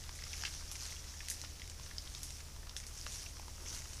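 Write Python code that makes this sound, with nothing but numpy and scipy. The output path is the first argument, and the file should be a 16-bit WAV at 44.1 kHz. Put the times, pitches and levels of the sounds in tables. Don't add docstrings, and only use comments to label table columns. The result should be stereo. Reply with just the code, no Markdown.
import sys
import numpy as np
from scipy import signal
from scipy.fft import rfft, irfft
from scipy.io import wavfile
from scipy.ndimage import uniform_filter1d

SR = 44100
rng = np.random.default_rng(int(sys.argv[2]) if len(sys.argv) > 2 else 0)


def transcribe(u):
    v = np.clip(np.atleast_2d(u).T, -1, 1)
    q = np.round(v * 32767).astype(np.int16)
    wavfile.write(sys.argv[1], SR, q)


N = 176400


def amp(db):
    return 10 ** (np.asarray(db) / 20)


def unit(x):
    return x / np.sqrt(np.mean(x ** 2) + 1e-20)


def hit(x):
    return x * np.sqrt(.005 * SR / (np.sum(x ** 2) + 1e-20))


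def add(mix, start_s, sound):
    part = mix[max(round(start_s * SR), 0):][:len(sound)]
    part += sound[:len(part)]


def gain_at(tone, hz):
    pitch_hz, gain_db = np.transpose(tone)
    return amp(np.interp(np.log(hz + 1), np.log(pitch_hz + 1), gain_db))


def colour(x, tone, size=1024):
    log_gain = np.log(gain_at(tone, abs(np.fft.fftfreq(size, 1 / SR))))
    taps = np.fft.ifft(np.exp(np.conj(signal.hilbert(log_gain)))).real
    return signal.fftconvolve(x, taps)[:len(x)]


def ring(x, hz, width):
    return signal.lfilter(*signal.iirpeak(hz, 1 / np.clip(width, .01, 1), SR), x)


def wander(rate_hz):
    hz = np.fft.rfftfreq(N, 1 / SR)
    return unit(irfft(rfft(rng.standard_normal(N)) * np.exp(-(hz / rate_hz) ** 2), N))


def weeds():
    # pitch_hz, gain_db
    leaf_tone = [(200, -21.5), (700, -15.5), (1500, -11), (2800, -9), (4000, -7), (5000, -1.5), (5700, 2),
                 (6600, -1), (8000, -7), (10500, -10), (13000, -18.5), (15500, -30.5)]
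    # time_s, gain_db
    leaf_treble = [(0, -2), (.85, -4), (1.8, -3), (2.7, 1), (3.15, 0.5), (3.8, 0)]
    # time_s, level_db
    brushing = [(0, -55.5), (.15, -55.5), (.33, -48.5), (.45, -48), (.58, -50), (.69, -54), (.85, -44.5),
                (.97, -51), (1.1, -53.5), (1.24, -54), (1.37, -51), (1.52, -56), (1.77, -63), (1.84, -53),
                (1.94, -59), (2.03, -55.5), (2.19, -52.5), (2.35, -54.5), (2.5, -64), (2.74, -78),
                (2.9, -61.5), (2.98, -52), (3.06, -53), (3.13, -47.5), (3.22, -50), (3.3, -58),
                (3.6, -59.5), (3.68, -49), (3.76, -45.5), (3.83, -54.5), (3.89, -52.5), (4, -54.5)]
    ticks_per_s, spread_db, patch_db, treble_hz = 7000, 2.5, 2, 8000
    ticks = rng.standard_normal(N) * (rng.random(N) < ticks_per_s / SR)
    ticks *= amp(spread_db * np.minimum(rng.exponential(1, N), 4))
    hz, t, spectrum = signal.stft(colour(ticks, leaf_tone), SR, nperseg=256)
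    patches = uniform_filter1d(rng.standard_normal(spectrum.shape), size=7, axis=0)
    patches = unit(uniform_filter1d(patches, size=9, axis=1))
    treble_db = np.outer(np.minimum(hz / treble_hz, 1) ** 4, np.interp(t, *np.transpose(leaf_treble)))
    rustle = signal.istft(spectrum * amp(patch_db * patches + treble_db))[1][:N]
    return unit(rustle) * amp(np.interp(np.arange(N) / SR, *np.transpose(brushing)))


def outdoor_air():
    # pitch_hz, gain_db
    air_tone = [(8, 1.5), (20, 8.5), (34, 2.5), (48, 6.5), (66, 4.5), (90, 0), (120, -0.5), (160, -8),
                (250, -12.5), (400, -15), (700, -17), (1500, -21.5), (3000, -21.5), (4300, -19.5),
                (5600, -13.5), (7500, -20.5), (10500, -23), (13000, -29), (15500, -29)]
    spectrum = rfft(rng.standard_normal(N)) * gain_at(air_tone, np.fft.rfftfreq(N, 1 / SR))
    return amp(-52) * unit(irfft(spectrum, N))


def drone():
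    # pitch_hz, level_db
    tones = [(37.6, -56), (75.3, -54.5), (126, -67.5)]
    out = np.zeros(N)
    for pitch_hz, level_db in tones:
        cycles = rng.random() + np.cumsum(pitch_hz * (1 + .0063 * wander(rate_hz=1.83))) / SR
        swell = 1 + .13 * wander(rate_hz=1)
        out += amp(level_db) * unit(np.sin(2 * np.pi * cycles) * swell)
    return out


def grit(size, spread_db):
    noise, strength = rng.standard_normal((2, size))
    return unit(noise * amp(spread_db * np.clip(strength, -2, 2)))


def crunch(length_s, pitch_hz, ring_db, crack_db, size=2048):
    # pitch_hz, gain_db
    crack_tone = [(150, -33), (450, -10.5), (1200, -12.5), (2800, -1), (4200, -2.5), (5700, 2.5),
                  (7000, -8), (8500, -20.5), (11000, -25), (15500, -34)]
    t = np.arange(size) / SR
    burst = np.minimum(t / (.21 * length_s), 1) * np.exp(-(t / length_s) ** 2)
    width = 900 / pitch_hz
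    broad_ring = ring(grit(size, spread_db=1.5) * burst, pitch_hz, width)
    hollow = ring(broad_ring, pitch_hz, width) + amp(-18) * broad_ring
    crack = colour(grit(size, spread_db=1.5) * burst, crack_tone)
    return amp(ring_db) * hit(hollow) + amp(crack_db) * hit(crack)


def feeding():
    # start_s, length_s, pitch_hz, ring_db, crack_db
    crunches = [(0.022, .003, 2100, -60, -60), (0.0374, 0.0024, 3150, -53, -56),
                (0.092, 0.0024, 1210, -50, -48.5), (.1888, 0.0055, 1880, -52.5, -57),
                (0.2203, 0.0063, 1690, -49, -56), (0.2365, 0.0049, 5250, -44, -47),
                (0.264, .006, 1340, -53.5, -55), (.314, 0.0033, 1600, -62, -58),
                (0.3307, 0.0038, 5530, -44, -43.5), (0.3363, 0.0026, 2120, -47, -50),
                (0.411, .003, 1380, -57, -61), (.4218, 0.0017, 5430, -44, -49),
                (0.435, 0.0039, 1620, -41.5, -40), (.4505, .004, 1750, -44, -40),
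                (.4512, 0.0051, 2930, -38, -39.5), (.457, 0.019, 1740, -51, -40.5),
                (0.471, 0.0098, 1830, -52, -46), (0.609, .004, 1400, -56, -62),
                (0.6224, .006, 1330, -56, -65), (0.7536, .004, 2150, -47, -49),
                (0.806, 0.0049, 5000, -48, -53), (0.922, 0.0044, 1950, -50.5, -53),
                (0.964, 0.0055, 3030, -51, -57), (1.083, 0.0043, 2250, -64, -54),
                (1.138, 0.0022, 1510, -55.5, -58), (1.2047, 0.0044, 2230, -46, -51),
                (1.313, 0.0018, 1950, -46.5, -54), (1.4376, 0.0042, 1190, -52, -53),
                (1.445, .007, 1900, -61, -45), (1.5552, .005, 3020, -60, -64),
                (1.596, 0.006, 2000, -57, -51), (1.618, .003, 2240, -48.5, -51),
                (1.797, .002, 1310, -70, -51.5), (1.861, .005, 1280, -59, -55),
                (1.9103, 0.004, 1800, -49.5, -55), (1.982, 0.0029, 5200, -37.5, -46),
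                (2.075, .003, 3760, -55, -54), (2.149, 0.0026, 3750, -50, -46.5),
                (2.4031, 0.0048, 1880, -56, -52), (2.563, .003, 1070, -55, -55.5),
                (2.6684, 0.0078, 1280, -55, -55), (2.693, 0.0056, 4770, -56, -46.5),
                (2.765, 0.00069, 2100, -48.5, -50), (2.7652, 0.0012, 3350, -43.5, -60),
                (2.835, 0.008, 2200, -55, -53), (2.9701, 0.0054, 1100, -65, -62),
                (3.013, 0.0022, 4930, -46, -62), (3.0643, 0.0025, 1200, -44.5, -48.5),
                (3.065, 0.0011, 2840, -47, -48), (3.2597, 0.0093, 2500, -50, -48.5),
                (3.368, 0.0024, 1700, -57, -55.5), (3.4815, .003, 980, -54, -56),
                (3.659, .006, 2180, -55.5, -53), (3.819, 0.005, 2200, -57, -53),
                (3.932, 0.0036, 1700, -60, -52)]
    crumbs_per_s, crumb_length_s = 45, .0041
    out = np.zeros(N)
    for start_s, *settings in crunches:
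        add(out, start_s, crunch(*settings))
    for when, height, strength in rng.random((round(crumbs_per_s * N / SR), 3)):
        ring_db = -65.5 + 2.5 * min(-np.log(1 - strength), 3)
        pitch_hz = 1200 + 3000 * height ** 2
        add(out, when * N / SR, crunch(crumb_length_s, pitch_hz, ring_db, crack_db=ring_db - 5))
    return out


def thuds(size=2048):
    # start_s, level_db
    knocks = [(0.094, -63), (0.4365, -50.5), (.451, -62), (.464, -72), (.718, -55.5), (1.4386, -54),
              (1.7978, -54), (2.5643, -57), (2.6704, -60), (3.0646, -48.5), (3.3962, -48.5), (3.432, -59),
              (3.481, -52)]
    # pitch_hz, gain_db
    soil_tone = [(120, -24), (380, -1), (700, -3.5), (1100, 4.5), (1500, -12), (2500, -11), (8000, -30)]
    fade_s = .0012
    out, t = np.zeros(N), np.arange(size) / SR
    for start_s, level_db in knocks:
        burst = rng.standard_normal(size) * np.exp(-t / fade_s)
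        add(out, start_s, amp(level_db) * hit(colour(burst, soil_tone)))
    return out


def stalks(size=8192):
    # start_s, click_db, swish_db, cutoff_hz
    snaps = [(.152, -56, -53, 12900), (0.5398, -49, -56, 8000), (.7149, -42.5, -45, 13000),
             (1.285, -40, -46, 9000), (1.3002, -38.5, -38.5, 15100), (1.4157, -42.5, -57, 7000),
             (1.677, -50.5, -68, 9000), (1.6986, -47, -55, 6860), (2.2319, -42.5, -45, 15000),
             (2.3057, -47, -57, 6500), (2.3681, -53, -58, 11000), (2.7656, -42.5, -44, 8000),
             (2.8015, -48, -55, 7000), (2.8667, -47.5, -49.5, 9600)]
    # pitch_hz, gain_db
    stalk_tone = [(200, -19), (900, -26), (2200, -5.5), (4000, -2.5), (5800, 3), (7500, 0.5), (11000, -5.5),
                  (15500, -9)]
    # pitch_hz, gain_db
    swish_tone = [(300, -42), (1500, -14.5), (4000, -12.5), (5800, 3.5), (8000, -1), (11000, 0),
                  (13500, -13), (15500, -32)]
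    splinter_fade_s, swish_rise_s, swish_fade_s = .0011, .0012, .024
    out, t = np.zeros(N), np.arange(size) / SR
    swish_shape = np.minimum(t / swish_rise_s, 1) * np.exp(-t / swish_fade_s)
    for start_s, click_db, swish_db, cutoff_hz in snaps:
        dull = signal.butter(2, cutoff_hz, fs=SR)
        splinters = rng.standard_normal(size) * np.exp(-t / splinter_fade_s)
        snap = hit(signal.unit_impulse(size)) + amp(9) * hit(splinters)
        click = hit(signal.lfilter(*dull, colour(snap, stalk_tone)))
        leaves = unit(signal.lfilter(*dull, colour(grit(size, spread_db=3), swish_tone)))
        add(out, start_s, amp(click_db) * click + amp(swish_db) * leaves * swish_shape)
    return out


def grunt(start_s=3.59, length_s=.36, puffs_per_s=47):
    # pitch_hz, width (share of the pitch), gain_db
    throat = [(336, 0.56, 7.5), (900, .06, 7), (1110, 0.22, -11)]
    out, t = np.zeros(N), np.arange(0, length_s, 1 / SR)
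    puffs = rng.standard_normal(N)[:len(t)] * (.5 + np.exp(-(t * puffs_per_s % 1) / .25))
    voice = unit(sum(amp(db) * ring(puffs, hz, width) for hz, width, db in throat))
    rise_and_fall = np.minimum(t / .016, 1) * (1 - t / length_s)
    add(out, start_s, amp(-59) * voice * rise_and_fall)
    return out


def with_echoes(x, size=13000):
    t = np.arange(size) / SR
    fade = amp(-60 * t / .14) * (t > .002)
    echoes = rng.standard_normal(size) * (rng.random(size) < .1) * fade
    return x + amp(-9) * signal.fftconvolve(x, echoes / np.linalg.norm(echoes))[:N]


def scene():
    mono = with_echoes(feeding() + thuds() + stalks()) + weeds() + grunt() + outdoor_air() + drone()
    return np.array([mono, mono])


def record(dry):
    cutoff_hz = 15450
    treble_cut = signal.firwin(511, cutoff_hz, window=("kaiser", 8), fs=SR)
    return signal.oaconvolve(dry, treble_cut[None], "same")


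dry = scene()
out = record(dry)
transcribe(out)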